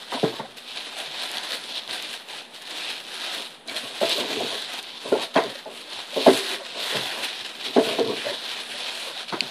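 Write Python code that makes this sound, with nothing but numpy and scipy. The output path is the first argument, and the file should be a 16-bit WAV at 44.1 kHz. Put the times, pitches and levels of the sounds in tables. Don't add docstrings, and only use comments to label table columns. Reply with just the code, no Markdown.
import sys
import numpy as np
from scipy import signal
from scipy.fft import rfft, irfft
from scipy.io import wavfile
from scipy.ndimage import uniform_filter1d

SR = 44100
rng = np.random.default_rng(int(sys.argv[2]) if len(sys.argv) > 2 else 0)


def amplitude_ratio(level_db):
    exponent = np.asarray(level_db, float) / 20
    return 10 ** exponent


def materialize(psi):
    bounded = np.clip(np.atleast_2d(psi).T, -1, 1)
    quanta = np.round(bounded * 32767).astype(np.int16)
    wavfile.write(sys.argv[1], SR, quanta)


N = 418950

# t/s, peak level/dB, deep modes/dB, upper modes/dB, hardness/dB
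KNOCKS = [(0.119, -26.5, -33, 8, -1), (0.229, -13, -27, -15, -22), (0.234, -9.5, -7.5, -23, -12),
          (0.396, -30, 7, -4, -1), (4.013, -11.5, -14.5, -5, -25), (4.026, -9, -26, -9, -15),
          (4.398, -18, -15, -9, -27), (5.119, -5, -28.5, -15, -26), (5.151, -16.5, -39, 8, -20),
          (5.356, -7, -16.5, -3, -4.5), (5.380, -10.5, -28, -9, -16), (5.657, -26, -17, -2.5, -17),
          (6.162, -14.5, -22, -13.5, -28), (6.262, -0.5, -26, 2, -29), (6.274, 3.5, -29, -20, -19.5),
          (6.298, -16, -29, -13, -28), (6.947, -22.5, -4, -13, -24), (7.762, -2.5, -25, -13.5, -20.5),
          (7.775, -5, -29, -17, -20), (7.983, -12.5, -32, -16.5, -16), (7.996, -12, -31, -18, -36),
          (9.322, -25, -5, -18, 4), (9.336, -25, -14, -28, -6), (9.418, -32, -1.5, -9, -6)]
# f/Hz, level/dB, T60/s
TABLE = [(125, -14, 0.24), (185, -2.5, 0.065), (265.4, -1, 0.12), (323.6, -7, 0.24), (383.7, 4.5, 0.095),
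         (446.2, 2.5, 0.18), (530, 0.5, 0.1), (608, 4.5, 0.081), (665.7, 2, 0.12), (744, 3.5, 0.033),
         (872, -0.5, 0.051), (1054, -10.5, 0.069), (1110, -24.5, 0.45), (1490, -25, 0.036)]


def band(x, hz, octaves):
    edges = np.clip(hz * 2 ** (np.array([-octaves, octaves]) / 2), 10, .45 * SR)
    return signal.sosfilt(signal.butter(2, edges, "bandpass", fs=SR, output="sos"), x)


def unit(x):
    return x / np.sqrt(np.mean(x ** 2))


def shape_db(points, hz):
    f, db = np.transpose(points)
    return np.interp(np.log(hz), np.log(f), db)


def walk(rate):
    k = int(SR / rate)
    steps = np.repeat(rng.standard_normal(N // k + 1), k)
    return unit(uniform_filter1d(uniform_filter1d(steps, k), k)[:N])


def ring(hz, db, t60, seconds):
    t = np.arange(int(seconds * SR))[:, None] / SR
    sign = (-1.) ** np.arange(len(hz))
    return sign * np.sin(2 * np.pi * hz * t) * amplitude_ratio(db - 60 * t / t60)


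def add(out, s, x, db):
    i = int(s * SR)
    x = x[:N - i]
    out[i:i + len(x)] += x * amplitude_ratio(db) / np.abs(x).max()


def strokes(s, hold, db, rise_db_s, fall_db_s):
    t = np.arange(0, N, 64) / SR
    s, hold, db = (np.reshape(v, (-1, 1)) for v in (s, hold, db))
    before, after = np.maximum(s - t, 0), np.maximum(t - s - hold, 0)
    return amplitude_ratio(db - rise_db_s * before - fall_db_s * after) ** 2


def to_db(power):
    return np.interp(np.arange(N), np.arange(0, N, 64), 10 * np.log10(power + 1e-12))


def room_tone():
    # f/Hz, level/dB per Hz
    air_spectrum = [(12, -40), (20, -7), (65, -11), (239, -2.5), (662, 0), (2170, -9), (3660, -5),
                    (6000, -30), (9860, -17), (11300, -27), (14500, -81)]
    hz = np.maximum(np.fft.rfftfreq(N, 1 / SR), 1)
    air = unit(irfft(rfft(rng.standard_normal(N)) * amplitude_ratio(shape_db(air_spectrum, hz)), N))
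    drone = unit(band(rng.standard_normal(N), 239.8, 0.058))
    return air * amplitude_ratio(-49) + drone * amplitude_ratio(-63)


def room(x):
    t60_s, tail_db = 0.33, -11
    t = np.arange(int(.5 * SR)) / SR
    noise = rng.standard_normal(len(t)) * np.minimum(t / 0.00036, 1)
    low = signal.sosfilt(signal.butter(1, 2500, fs=SR, output="sos"), noise)
    tail = low * amplitude_ratio(-60 * t / t60_s) + (noise - low) * amplitude_ratio(-60 * t / (1.47 * t60_s))
    return x + amplitude_ratio(tail_db) * signal.fftconvolve(x, tail / np.sqrt(np.sum(tail ** 2)))[:N]


def hum():
    s, db = np.transpose(KNOCKS)[:2]
    rocking = strokes(s + 0.027, 0.27, 2 * db - 45, 2000, 250).sum(axis=0)
    return unit(band(rng.standard_normal(N), 385, 0.092)) * amplitude_ratio(to_db(rocking))


def drag(film):
    # t/s, hold/s, deep level/dB, upper level/dB
    shove_events = [(0.145, 0.016, -31, -30), (0.324, .01, -37, -31.5), (0.398, 0.012, -36, -31),
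                    (1.5, 0.018, -55, -35), (1.924, .02, -47, -54), (3.371, 0.018, -37, -33),
                    (3.68, .03, -39, -41), (3.737, 0.035, -51, -41), (3.837, .02, -34.5, -33.5),
                    (4.078, .04, -47, -31), (4.187, 0.04, -25.5, -26), (4.304, 0.12, -26.5, -38),
                    (4.413, 0.027, -25, -30), (4.498, 0.054, -38.5, -31.5), (4.743, 0.014, -46, -38),
                    (5.063, 0.023, -29.5, -28.5), (5.186, 0.02, -49, -28.5), (5.43, 0.034, -28.5, -31.5),
                    (5.67, 0.068, -40.5, -42), (6.186, 0.069, -37, -34), (6.463, 0.18, -58, -38.5),
                    (6.758, 0.037, -36, -31), (6.934, 0.024, -30, -28), (7.142, 0.055, -39, -32.5),
                    (7.672, 0.017, -36, -42), (7.862, 0.088, -26.5, -28.5), (7.98, 0.058, -28, -34),
                    (8.067, 0.05, -21, -27), (8.257, 0.064, -33.5, -30.5), (9.046, 0.052, -75, -32.5)]
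    s, hold, deep_db, upper_db = np.transpose(shove_events)
    knock_s, knock_db = np.transpose(KNOCKS)[:2]
    rest = strokes(knock_s + 0.029, 0, knock_db, 2000, 169).sum(axis=0)
    slips = rng.standard_normal(N) * amplitude_ratio(1.8 * walk(90) + .6 * walk(20))
    hz, db, t60 = np.transpose(TABLE)
    modes = ring(hz, 0.7 * db, 0.2 * t60, .3)
    out = 0
    # its modes, shove dB, dB of the bag brushing the table, dB of the rocking
    parts = [(hz < 460, deep_db, -21.5, -23), (hz >= 460, upper_db, -20.5, -33.5)]
    for part, shove_db, bag_db, rest_db in parts:
        power = strokes(s, hold, shove_db, 700, 210).sum(axis=0)
        power = power + amplitude_ratio(bag_db) ** 2 * film + amplitude_ratio(rest_db) ** 2 * rest
        shake = unit(signal.fftconvolve(slips, modes[:, part].sum(axis=1))[:N])
        out = out + shake * amplitude_ratio(to_db(power) - 3.0)
    return out


def taps():
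    # t/s, peak level/dB, f/Hz, T60/s
    tap_events = [(.122, -34, 690, .1), (0.144, -28.5, 260, 0.095), (.17, -26, 944, .06),
                  (.232, -19, 298, 0.11), (.29, -31, 347, 0.091), (.335, -38, 330, 0.054),
                  (.396, -23, 890, 0.048), (.45, -32, 755, .06), (.571, -44, 476, .05),
                  (.991, -39, 815, .05), (1.512, -36, 580, .06), (2.332, -35, 856, .05),
                  (3.68, -36, 650, .1), (3.746, -32, 610, 0.17), (4.057, -27, 417, .08),
                  (4.1, -36, 634, .08), (4.18, -20, 595, 0.068), (4.306, -28, 625, 0.058),
                  (4.368, -25, 425, 0.07), (4.402, -19, 668, 0.089), (4.418, -26, 423, 0.08),
                  (4.55, -30, 423, 0.077), (5.36, -17.5, 271, 0.11), (5.392, -23, 628, 0.073),
                  (5.44, -31, 477, 0.092), (5.495, -33, 540, 0.11), (5.554, -30, 549, 0.037),
                  (5.876, -39, 579, .06), (6.131, -33, 576, 0.075), (6.169, -17.5, 439, 0.12),
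                  (6.285, -10.5, 385, 0.2), (6.309, -15.5, 267, 0.13), (6.923, -26, 444, 0.051),
                  (7.7749, -9.5, 402, .1), (7.795, -15.5, 590, 0.051), (7.985, -19, 656, 0.065),
                  (8.003, -9.5, 446, 0.16), (8.029, -16, 442, 0.083), (8.1, -21.5, 449, 0.068),
                  (8.25, -24.5, 565, .1), (8.266, -22, 598, 0.059), (8.296, -23, 577, 0.055),
                  (8.741, -33, 587, 0.072), (9.164, -33, 759, .05), (9.324, -23, 930, 0.045),
                  (9.338, -26.5, 318, 0.067),
                  (3.69, -27, 2280, 0.089), (3.681, -26, 3990, 0.055), (3.769, -22, 4170, 0.05),
                    (3.763, -28, 3280, 0.054), (5.125, -25, 1400, 0.072), (5.365, -19, 1553, .06),
                    (5.366, -19, 3240, 0.034), (5.372, -21, 2600, .04), (5.378, -24, 3880, .03),
                    (5.385, -17, 976, .05), (6.27, -22, 1600, .06), (9.334, -29, 1260, .07),
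                    (9.375, -32, 590, .05), (.44, -45, 123.5, .3), (1.069, -48, 151, 0.1),
                    (1.14, -48, 104, .15), (1.88, -45, 115, .15), (2.09, -51, 115, .12),
                    (2.899, -52, 116, .12), (3.69, -46, 109, 0.18), (5.95, -48, 111, 0.17),
                    (7.4, -45.5, 115, .15), (8.501, -47, 110, 0.13), (8.719, -47, 111, .15),
                  (.1205, -29, 954, 0.053), (.229, -15.5, 564, 0.021), (.571, -42, 1510, .02),
                  (3.9, -40, 750, .1), (3.95, -46, 800, .08), (4.012, -19, 630, .06),
                  (4.152, -28.5, 400, .12), (5.128, -8, 435, 0.087), (6.172, -24, 554, 0.087),
                  (6.267, -19, 713, .05), (6.274, -8, 557, 0.082), (9.323, -25, 1040, .04),
                  (8.31, -32, 380, 0.11), (7.58, -44, 272, 0.063), (7.675, -33, 380, .08),
                  (7.7625, -7, 640, 0.042), (7.89, -23.5, 614, .1), (7.985, -27, 950, .06),
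                  (9.335, -25, 1270, .05), (9.417, -30.5, 250, 0.07)]
    rise_s = 0.0019
    out = np.zeros(N)
    t = np.arange(int(.25 * SR)) / SR
    for s, db, hz, t60 in tap_events:
        pair = ring(hz * np.array([1, 1.07]), np.array([0, -9]), t60 * np.array([1, .6]), .25)
        add(out, s, pair.sum(axis=1) * (1 - np.exp(-t / rise_s)), db)
    return out


def knocks():
    first_settle_s, next_settle_s = 0.017, 0.0078
    out = np.zeros(N)
    hz, mode_db, t60 = np.transpose(TABLE)
    modes = ring(hz, 0, t60, .3)
    t = np.arange(int(.1 * SR)) / SR
    follows = np.diff(np.array(KNOCKS)[:, 0], prepend=-1) < .04
    for (s, db, deep_db, upper_db, hard_db), second in zip(KNOCKS, follows):
        luck = rng.standard_normal((2, len(t)))
        settle = next_settle_s if second else first_settle_s
        blows = luck[0] * np.exp(-t / settle) * (.6 + t / settle)
        blows[:20] += amplitude_ratio(.3 * db + 13) * np.hanning(20)
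        body = signal.fftconvolve(blows[:, None], modes, axes=0)
        place_db = np.where(hz < 230, deep_db + 18, np.where(hz > 500, upper_db + 12.0, 0))
        place_db = place_db + 2.4 * luck[1, :len(hz)]
        add(out, s, (body / np.abs(body).max(axis=0)) @ amplitude_ratio(mode_db + place_db), db + 1.5)
        add(out, s, band(blows, 2000, 1.6), db + hard_db - 10)
    return out


def ticks():
    # t/s, peak level/dB
    tick_events = [(0.1396, -30), (0.5701, -37), (0.7597, -36), (0.9872, -28), (1.2161, -32), (1.3154, -22),
                   (1.4371, -32), (1.9669, -30), (2.0238, -26), (2.1026, -31), (2.2877, -37), (2.5471, -39),
                   (2.6209, -34), (2.7077, -32), (3.3318, -29), (3.3473, -26), (3.6755, -29), (4.0946, -18),
                   (4.1809, -21), (4.4039, -28), (4.6194, -28), (4.7351, -27), (4.8279, -27), (5.9, -35),
                   (6.8688, -34), (7.4574, -45)]
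    out = np.zeros(N)
    t = np.arange(400) / SR
    spits = rng.standard_normal((len(tick_events), len(t)))
    for (s, db), spit in zip(tick_events, spits):
        add(out, s, band(spit * np.exp(-t / 0.0013), 7500, 1.35), db)
    return out


def snaps():
    # t/s, peak level/dB, f/Hz
    snap_events = [(0.0941, -33, 2930), (0.1185, -17, 3120), (0.363, -31, 3540), (0.5695, -37, 3760),
                   (0.6513, -37, 3580), (0.86, -22, 3500), (0.9202, -26, 3090), (1.1143, -22, 3270),
                   (1.1694, -24, 3190), (1.1807, -21, 3560), (1.1991, -19, 4000), (1.2172, -19, 3610),
                   (1.3713, -9, 3530), (1.383, -11, 3600), (1.5203, -9.5, 3910), (1.6396, -23, 3990),
                   (1.722, -21, 3680), (1.7543, -17, 3600), (1.8411, -27, 3670), (1.877, -19, 3530),
                   (1.91, -12, 3900), (1.9608, -25, 3450), (2.2871, -25, 3200), (2.334, -20, 3430),
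                   (2.786, -27, 3470), (3.3372, -24, 3400), (3.678, -26, 4000), (3.6839, -18, 3930),
                   (3.6964, -14, 3520), (3.7458, -19, 3570), (3.7648, -12, 3540), (4.0112, -26, 3610),
                   (4.08, -18, 3120), (5.1976, -16, 3450), (5.3127, -27, 3180), (5.3447, -19, 3450),
                   (5.3602, -13, 3600), (5.3704, -17, 2090), (5.438, -17, 4100), (5.65, -28, 4090),
                   (5.903, -26, 3830), (6.723, -23, 3610), (6.8693, -22, 3320), (7.448, -31, 3550),
                   (7.5531, -21, 3430), (7.6348, -20, 3440), (7.8649, -24, 3600), (7.9193, -26, 3500),
                   (7.9964, -10, 3460), (8.0749, -12.5, 3450), (8.3508, -23, 3470), (8.462, -19, 3470),
                   (8.8297, -19, 3400), (9.2862, -35, 3320), (9.3336, -23, 3270)]
    tone_db = np.array([2.5, 2, -7.5, -7.5])
    t60_s = .007 * np.array([1, .8, 0.53, 0.37])
    out = np.zeros(N)
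    spreads = rng.uniform(size=(len(snap_events), 3))
    for (s, db, hz), spread in zip(snap_events, spreads):
        ratios = np.array([.92, 1.12 + 0.14 * spread[0], 1.38 + 0.4 * spread[2], 1.93 + 1.45 * spread[1]])
        add(out, s, ring(hz * ratios, tone_db, t60_s, .02).sum(axis=1), db - 3.5)
    return out


def pop():
    # t/s, peak level/dB, length/s
    pop_event = (9.4065, -2.5, .0018)
    # f/Hz, level/dB
    pop_partials = [(2650, 0), (4450, 2), (7400, -16), (9000, -17)]
    s, peak_db, length_s = pop_event
    hz, db = np.transpose(pop_partials)
    t = np.arange(int(length_s * SR))[:, None] / SR - length_s / 2
    crack = np.sqrt(np.hanning(len(t))) * (-np.cos(2 * np.pi * hz * (t + .0004)) @ amplitude_ratio(db))
    out = np.zeros(N)
    add(out, s, crack, peak_db)
    add(out, s + .002, band(np.pad(crack, (0, 99)), 2800, 1), peak_db - 17)
    return out


def hands():
    # t/s, hold/s, crinkle level/dB, crispness/dB
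    pull_events = [(0.0, 0.029, -36.5, -13), (0.119, 0.27, -35.5, -15), (0.456, 0.064, -45.5, -12),
                   (0.683, 0.031, -39, -13), (0.754, 0.12, -36.5, -11.5), (0.922, 0.16, -33.5, -14),
                   (1.145, 0.43, -31.5, -14.5), (1.628, 0.15, -34.5, -17.5), (1.817, 0.037, -41, -21),
                   (1.928, 0.22, -36, -14), (2.218, .08, -42.5, -12), (2.364, 0.056, -38, -22),
                   (2.57, 0.02, -45, -5), (2.714, 0.21, -33, -13), (2.813, .19, -33, -14.5),
                   (3.118, 0.094, -32, -14), (3.237, 0.19, -32.5, -15), (3.452, 0.088, -43.5, -11),
                   (4.253, 0.31, -29, -12.5), (4.62, 0.11, -34, -14), (4.844, 0.13, -38.5, -17),
                     (5.078, 0.15, -32, -15), (5.752, 0.052, -36, -13), (5.916, 0.12, -34, -16),
                     (6.156, 0.14, -31.5, -13), (6.28, 0.096, -27.5, -8), (6.37, 0.18, -26.5, -13),
                     (6.65, 0.31, -35, -18), (6.864, 0.1, -26, -12.5), (6.988, 0.26, -29.5, -13.5),
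                     (7.298, 0.11, -32.5, -19), (7.548, 0.097, -38, -13), (7.66, 0.14, -33.5, -13.5),
                     (7.871, 0.066, -27, -12.5), (7.994, 0.29, -35, -15.5), (8.189, 0.16, -29.5, -16),
                     (8.437, .17, -30, -15), (8.699, 0.19, -30.5, -16.5), (8.946, 0.15, -32.5, -11.5),
                     (9.169, 0.04, -33, -16), (9.25, .03, -46, -12)]
    # t/s, hold/s, crinkle level/dB, crispness/dB
    abrupt_pulls = [
        (0.583, 0.051, -60, -16),
        (1.89, 0.12, -33, -18),
        (2.281, 0.096, -37.5, -12.5),
        (3.681, 0.3, -33, -15),
        (4.007, 0.19, -28, -12.5),
        (5.341, 0.22, -36.5, -13.5),
        (5.663, 0.11, -47, -15),
        (9.283, 0.27, -35, -15),
                    (.571, .01, -36, -7),
        (2.547, .01, -43, -9),
        (7.448, .016, -28.5, -22),
    ]
    # t/s, crinkle level/dB
    twitch_events = [(.24, -34), (.4, -51), (.87, -36), (.98, -31), (1.22, -31.5), (1.36, -33),
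                     (1.435, -29.5), (1.53, -29.5), (1.645, -33.5), (1.771, -32.5), (1.93, -30), (.77, -36),
                     (2.13, -36.5), (2.29, -46), (2.34, -48), (2.89, -31), (3.342, -28.5), (3.684, -33.5),
                     (3.762, -29.5), (4.11, -26), (4.195, -27), (4.31, -32), (4.545, -30), (4.775, -30.5),
                     (5.218, -29.5), (5.362, -35.5), (7.234, -27), (2.03, -40), (7.652, -27.5), (8.44, -40),
                     (5.585, -35.5), (5.49, -39), (3.76, -29.5), (4.735, -30.5), (1.6, -37), (2.545, -38.5),
                     (3.7, -34), (7.458, -37), (5.45, -37)]
    smooth, abrupt = pull_events, abrupt_pulls
    s, hold, db, crisp_db = np.transpose(smooth + abrupt)
    rise_db_s = np.repeat([127, 2500], [len(smooth), len(abrupt)])[:, None]
    pulls = strokes(s, hold, db, rise_db_s, 226)
    s, db = np.transpose(twitch_events)
    twitches = strokes(s, .018, db, 700, 462).sum(axis=0)
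    film = pulls.sum(axis=0) + twitches
    crisp = (amplitude_ratio(crisp_db) ** 2 @ pulls + amplitude_ratio(-12) ** 2 * twitches) / film
    s, db, _, _, hard_db = np.transpose(KNOCKS)
    rattle = strokes(s + 0.0067, 0.005, db + hard_db - 5, 2200, 348).sum(axis=0)
    return film, crisp, amplitude_ratio(-11) ** 2 + rattle / film


def crinkle(level_db, crisp_db, full_db):
    # f/Hz, level/dB per Hz
    film_spectrum = [(120, -48), (200, -33.5), (324, -3), (388, -15.5), (425, -9.5), (576, -6.5),
                     (753, -2.5), (1220, -11.5), (1690, 2), (1950, -16), (3330, 7), (3780, -4),
                     (4800, -16.5), (6240, -18.5), (10300, -26.5), (14500, -58.5)]
    creases_per_s = 2500
    count = int(creases_per_s * N / SR)
    at = rng.integers(0, N, count)
    size = rng.choice([-1, 1], count) * amplitude_ratio(np.minimum(2.6 * rng.exponential(size=count), 12))
    octave = rng.uniform(np.log2(150), np.log2(16000), count)
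    flurry_db = 0.84 * walk(22) + 1.22 * walk(70)
    out = np.zeros(N)
    for hz in 220 * 2 ** np.arange(0, 6.1, 1 / 3):
        clicks = np.bincount(at, size * np.exp(-((np.log2(hz) - octave) / 2.25) ** 2), N)
        grain = unit(band(clicks, hz, .5)) + .6 * unit(band(rng.standard_normal(N), hz, .5))
        crisp = np.clip(np.log2(hz / 5000), 0, 1)
        full = np.clip(np.log2(2400 / hz), 0, 1)
        db = shape_db(film_spectrum, hz) + 10 * np.log10(hz / 3500)
        db = db + crisp * crisp_db + full * full_db
        out += grain * amplitude_ratio(db + flurry_db + 1.52 * walk(12))
    return out * amplitude_ratio(level_db - 6.0)


def scene():
    power, crisp, full = hands()
    film = crinkle(to_db(power), to_db(crisp) + 25.0, to_db(full) + 12.5) + snaps() + ticks()
    table = knocks() + taps() + drag(power) + hum()
    return (room(film + 0.21 * table) + 0.55 * table + pop())[None]


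def thin_treble(x):
    # f/Hz, share/1
    kept_share = [(5000, 1), (7000, .93), (8500, .96), (10800, .93), (11800, .72), (13000, .42),
                  (14300, .18), (14750, .1), (14800, 0)]
    bass_spared_db, bass_dip_db = 3, -25
    hop, lead = 1024, 602 + 1024
    n, k = np.arange(2 * hop)[:, None], np.arange(hop)
    window = np.sin(np.pi * (n + .5) / (2 * hop))
    basis = window * np.cos(np.pi / hop * (n + .5 + hop / 2) * (k + .5))
    basis, x = basis.astype(np.float32), x.astype(np.float32)
    blocks = np.pad(x, (lead, 2 * hop - (lead + N) % hop)).reshape(-1, hop)
    frames = (np.hstack([blocks[:-1], blocks[1:]]) @ basis).T / hop
    count = frames.shape[1]
    hz = (k + .5) * SR / (2 * hop)
    treble_db = 10 * np.log10(np.mean(frames[hz > 8000] ** 2, axis=0) + 1e-18)
    thrift_db = np.maximum(4 - np.abs(treble_db - np.median(treble_db) - 1), -3)
    thrift = amplitude_ratio(thrift_db + 4 * rng.standard_normal(count))
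    chance = np.repeat(rng.uniform(size=(len(hz) // 8 + 1, count)), 8, axis=0)[:len(hz)]
    chance = chance[:, np.arange(count) // 2 * 2]
    narrow, wide = (np.repeat(rng.uniform(size=(hop // width, count)), width, axis=0) for width in (2, 16))
    patches = np.minimum(np.maximum(chance, wide) ** 2, 25 * narrow)
    chance = np.where(hz[:, None] > 10900, patches, chance)
    kept = 1. * (chance < np.interp(hz, *np.transpose(kept_share))[:, None] ** thrift)
    bass_db = 10 * np.log10(np.mean(frames[3:6] ** 2, axis=0) + 1e-18) + 3 * rng.standard_normal(count)
    over_db = bass_db - np.median(bass_db) - bass_spared_db
    kept[1:6] = amplitude_ratio(bass_dip_db / (1 + amplitude_ratio(2 * over_db)))
    halves = 2 * (basis @ (frames * kept).astype(np.float32)).T.astype(float)
    return (halves[1:, :hop] + halves[:-1, hop:]).ravel()[lead - hop:lead - hop + N]


def low_pass(x):
    return signal.sosfilt(signal.butter(12, 15090, fs=SR, output="sos"), x)


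def record(dry):
    bass_cut = signal.butter(4, 112, "highpass", fs=SR, output="sos")
    x = signal.sosfilt(bass_cut, dry[0])
    x = signal.sosfilt(bass_cut, x / (1 + np.abs(x / .78) ** 4) ** .25)
    x = x / (1 + np.abs(x / 1.05) ** 8) ** .125
    mix = thin_treble(x + room_tone() - .0004)[None]
    return low_pass(mix)


dry = scene()
out = record(dry)
materialize(out)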